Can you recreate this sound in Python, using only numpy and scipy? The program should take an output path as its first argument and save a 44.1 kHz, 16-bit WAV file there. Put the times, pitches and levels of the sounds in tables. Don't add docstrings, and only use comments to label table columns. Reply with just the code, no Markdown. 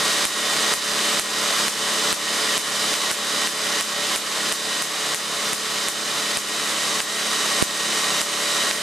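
import sys
import numpy as np
from scipy import signal
from scipy.fft import rfft, irfft
from scipy.io import wavfile

SR = 44100
rng = np.random.default_rng(int(sys.argv[2]) if len(sys.argv) > 2 else 0)


def to_wav(sig):
    pcm = np.clip(np.atleast_2d(sig), -1, 1) * 32767
    pcm = np.round(pcm).astype(np.int16)
    wavfile.write(sys.argv[1], SR, pcm.T)


N = 388962
TIME = np.arange(N) / SR


def amp(db):
    return 10 ** (np.asarray(db) / 20)

def unit(x):
    return x / np.sqrt(np.mean(x ** 2) + 1e-20)

def curve(rows):
    return np.interp(TIME, *np.transpose(rows))

def read(rows, hz):
    row_hz, value = np.transpose(rows)
    return np.interp(np.log(hz + 1), np.log(row_hz + 1), value)

def add(mix, start_s, sound):
    part = mix[:, round(start_s * SR):][:, :sound.shape[1]]
    part += sound[:, :part.shape[1]]

def smooth(x, seconds):
    keep = np.exp(-1 / (seconds * SR))
    return signal.lfilter([1 - keep], [1, -keep], x)

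def drift(rate_hz, step=100):
    slow = TIME[::step]
    hz = np.fft.rfftfreq(len(slow), step / SR)
    spectrum = rfft(rng.standard_normal(len(slow))) * np.exp(-(hz / rate_hz) ** 2)
    return np.interp(TIME, slow, unit(irfft(spectrum, len(slow))))


# start in seconds, level in dB, brightness from 0 to 1,
# relative size of the jolt in the camera (minus hits the left channel, plus the right).
DISCHARGES = [(.254, 6.9, 0.97, -0.33), (.739, 7.2, 1, -.16), (1.197, 7.4, 1, -0.13),
              (1.6826, 5.8, 0.73, .2), (2.1283, 7, 1, -0.32), (2.5793, 6.1, 1, -.2), (2.94, 1.6, .4, 0.089),
              (3.115, 6.5, 1, -0.21), (3.4734, 3.8, 0.64, 0.1), (3.81, 6.1, 0.92, 0.067),
              (4.1608, 6, 0.92, 0.05), (4.525, 5.5, 1, -0.19), (4.8232, 4.9, 1, -0.077),
              (5.1466, 5.2, 1, -.15), (5.5331, 4.7, 1, -0.26), (5.886, 5.5, 1, -0.079),
              (6.3726, 5, 1, -.29), (7.0038, 5, 0.44, .1), (7.6254, 6.8, 1, 1.06), (8.2164, 4.3, 1, -0.045),
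              (8.712, 4.4, 0.27, 0.036)]
def sparks():
    out = np.zeros((2, N))
    for start_s, db, bright, _ in DISCHARGES:
        add(out, start_s, amp(db) * snap(bright))
    return out

def jolts(shortest_s=.00011, stretch_s=.00018, settle_s=.0016, cross=.28):
    out, t = np.zeros((2, N)), np.arange(SR // 25) / SR
    for start_s, _, _, size in DISCHARGES:
        age = t / (shortest_s + stretch_s * abs(size))
        kick = 1.33 * abs(size) * age * np.exp(1 - age)
        sides = [[cross], [-1]] if size > 0 else [[-1], [cross]]
        add(out, start_s, (kick - smooth(kick, settle_s)) * np.array(sides))
    return out

def crack(t, bright, ring_hz=8500, ring_s=.0001, blast_s=.00006):
    t = np.maximum(t, 0)
    age = t / blast_s
    blast = .9 * age * (2 - age) * np.exp(-age)
    ring = t / ring_s * np.exp(1 - 2 * t / ring_s) * np.sin(2 * np.pi * ring_hz * t)
    return -bright * ring - blast

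# delay in seconds, level in dB compared with the crack.
NEAR_ECHOES = [(.0046, -7.5), (.0057, -9), (.0118, -13), (.0131, -16), (.017, -13), (.0222, -19)]
def snap(bright):
    t = np.arange(SR // 3) / SR
    echoes = sum(amp(db) * crack(t - delay_s - .00006 * rng.standard_normal(), bright)
                 for delay_s, db in NEAR_ECHOES)
    early = crack(t, bright) + echoes
    return early / abs(early).max() + room_tail(t)

# frequency in Hz, relative level in dB.
TAIL_COLOUR = [(300, -31), (2000, -10), (6000, 4.5), (9000, 3), (12000, -1.5), (15000, -2)]
def room_tail(t, level_db=-21.5, fade_s=.25, build_s=.008):
    grains = rng.standard_normal((3, len(t))) * np.sqrt(rng.exponential(1, len(t)))
    scatter = grains[0] + grains[1:]
    colour = amp(read(TAIL_COLOUR, np.fft.rfftfreq(len(t), 1 / SR)))
    hiss = unit(irfft(rfft(scatter) * colour, len(t)))
    build = 1 - np.exp(-(t / build_s) ** 2)
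    return hiss * build * amp(level_db - 60 * t / fade_s)


# time in seconds, gain in dB.
WHIR_LEVEL = [(0, -20.5), (1, -19.5), (3.3, -20), (5.3, -22), (6.3, -22), (8, -20.5)]
# time in seconds, load from 0 to 1.
MOTOR_LOAD = [(6.1, 0), (7.1, .75), (8.05, 1), (8.8, .45)]
# frequency in Hz, left minus right in dB.
BALANCE = [(200, -.4), (1300, -.5), (2800, -1), (4500, -2.5), (7000, -0.1), (14000, 0)]
def generator(free_hz=145.22, sag_hz=.67, hunt_hz=.055, lap_hz=35.12):
    load = curve(MOTOR_LOAD)
    speed_hz = free_hz - sag_hz * load + hunt_hz * drift(rate_hz=2.61)
    turns = np.cumsum(speed_hz) / SR
    slip = .016 * drift(rate_hz=3.9)
    laps = turns * lap_hz * TIME[-1] / turns[-1] + slip
    whir = amp(curve(WHIR_LEVEL)) * (motor(turns, load) + belt(laps) + rush(turns, laps))
    lean_db = read(BALANCE, np.fft.rfftfreq(N, 1 / SR)) * np.array([[.5], [-.5]])
    return irfft(rfft(whir) * amp(lean_db), N)

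# frequency in Hz, relative level in dB.
RUSH_COLOUR = [(25, -67), (70, -61.5), (120, -52.5), (200, -50.5), (400, -40.5), (800, -41), (1200, -37),
               (2500, -40.5), (4200, -38.5), (6500, -42), (9000, -43.5), (10000, -48.5), (13400, -51),
               (14500, -69)]
# frequency in Hz, width in Hz, boost in dB.
LOUD_BANDS = [(633, 100, 3), (715, 88, 1), (1033, 36, 3.5), (1111, 36, 7.5), (1295, 57, 3.5), (1429, 34, 5),
              (1906, 104, 3.5), (2160, 30, 4), (2427, 46, 4), (3004, 210, 6), (3610, 190, 1.5),
              (5000, 54, 2), (6510, 130, 4.5), (7630, 190, 2.5), (8900, 270, 1.5)]
# frequency in Hz, relative level of the stereo difference in dB.
RUSH_WIDTH = [(60, -13), (99, -22), (160, -16), (270, -15), (440, -18.5), (730, -10), (1200, -12.5),
              (1980, -10.5), (3250, -8), (5360, -11), (8830, -11), (14600, -18.5)]
def rush(turns, laps, level_db=-1.64, side_db=-.2):
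    hz = np.fft.rfftfreq(N, 1 / SR)
    boost_db = sum(db * np.exp2(-(2 * (hz - centre) / width) ** 2) for centre, width, db in LOUD_BANDS)
    mode_hz = np.arange(0, SR / 2, 22)
    ripple_db = np.interp(hz, mode_hz, rng.standard_normal(len(mode_hz))) * np.minimum(hz / 900, 1)
    colour_db = read(RUSH_COLOUR, hz) + boost_db + ripple_db
    chop = sum(depth * np.cos(2 * np.pi * k * turns) for k, depth in enumerate([.075, .06, .03], 1))
    flutter = .018 * np.cos(2 * np.pi * laps) + .035 * drift(rate_hz=27) + .075 * drift(rate_hz=160)
    rubbing = rng.standard_normal((2, N)) * (1 + chop + flutter)
    mid, side = irfft(rfft(rubbing) * amp([colour_db, colour_db + side_db + read(RUSH_WIDTH, hz)]), N)
    return amp(level_db) * (mid + side * np.array([[1], [-1]])) / mid.std()

# multiple of the motor's speed, relative dB running free, and working hard.
MOTOR_TONES = [(1, -33, -35), (2, -28, -28), (3, -21, -22.5), (4, -20, -20), (7, -24, -24), (8, -24, -21),
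               (11, -28, -28), (12, -23, -28), (13, -16, -16), (14, -24, -21), (15, -26, -28),
               (17, -30, -30), (20, -28, -28), (21, -24, -24), (24, -21, -31), (25, -19.5, -26),
               (26, -16, -15.5), (27, -23, -17.5), (28, -23, -32), (29, -28, -29), (33, -26, -29),
               (34, -17.5, -23), (38, -29, -32), (39, -29, -28), (40, -28, -24), (43, -24, -30),
               (44, -27, -23), (46, -29, -29), (48, -29, -28), (52, -31, -29), (53, -24.5, -24),
               (54, -30, -24), (58, -30, -32), (61, -31, -26), (62, -30, -27), (63, -30, -29),
               (66, -33, -34), (74, -36, -36), (78, -39, -35), (80, -37, -38), (81, -39, -39)]
def motor(turns, load, strain_load=.6, lift_db=.04):
    strain = np.clip(load / strain_load, 0, 1)
    turns = turns + .0015 * drift(rate_hz=18)
    whine = np.zeros((2, N))
    for k, free_db, strained_db in MOTOR_TONES:
        level = amp(free_db) * (1 - strain) + amp(strained_db) * strain
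        whine += amp(lift_db * k) * level * tone(k * turns, waver=.26, spread=.15)
    return whine

# multiple of the belt's lap rate, relative level in dB.
BELT_TONES = [(1, -46), (2, -61), (3, -67), (4, -39), (5, -30), (6, -22.5), (7, -30.5), (8, -36.5),
              (9, -25.5), (10, -30), (11, -39.5), (12, -27.5), (13, -33), (14, -33.5), (15, -30)]
def belt(laps):
    return sum(amp(db) * tone(k * laps, waver=.25, spread=.057) for k, db in BELT_TONES)

def tone(cycles, waver, spread):
    angle = 2 * np.pi * ((cycles + rng.random()) % 1)
    apart = spread * rng.choice([-1, 1])
    strength = np.sqrt(2) * (1 + waver * drift(rate_hz=8.9))
    return strength * np.cos([angle + apart, angle - apart])


def scene():
    return generator() + sparks()

def gain_control(dry, threshold_db=-5, slope=.76, attack_s=.0005, recover_s=.091, memory_s=.86):
    log_excess = np.log(np.maximum(abs(dry).max(0) / amp(threshold_db) - 1, 1e-6))
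    leak = TIME / recover_s
    held = np.exp(np.maximum.accumulate(log_excess + leak) - leak)
    held_db = slope * 20 * np.log10(1 + held)
    duck_db = smooth(held_db, attack_s) + .36 * smooth(held_db, memory_s)
    return dry * amp(-duck_db)

# frequency in Hz, gain (1 means unchanged).
CAMERA_TREBLE = [(0, 1), (10000, 1), (13000, .63), (14500, .5), (SR / 2, .5)]
def record(dry, ceiling=.63, cutoff_hz=14350):
    clipped = np.clip(gain_control(dry), -ceiling, ceiling)
    jolted = np.clip(clipped + jolts(), -1, 1)
    treble = signal.firwin2(63, *np.transpose(CAMERA_TREBLE), fs=SR)
    lowpass = signal.firwin(301, cutoff_hz, window=("kaiser", 9), fs=SR)
    soft = signal.oaconvolve(jolted, treble[None], "same")
    return signal.oaconvolve(soft, lowpass[None], "same")


dry = scene()
out = record(dry)
to_wav(out)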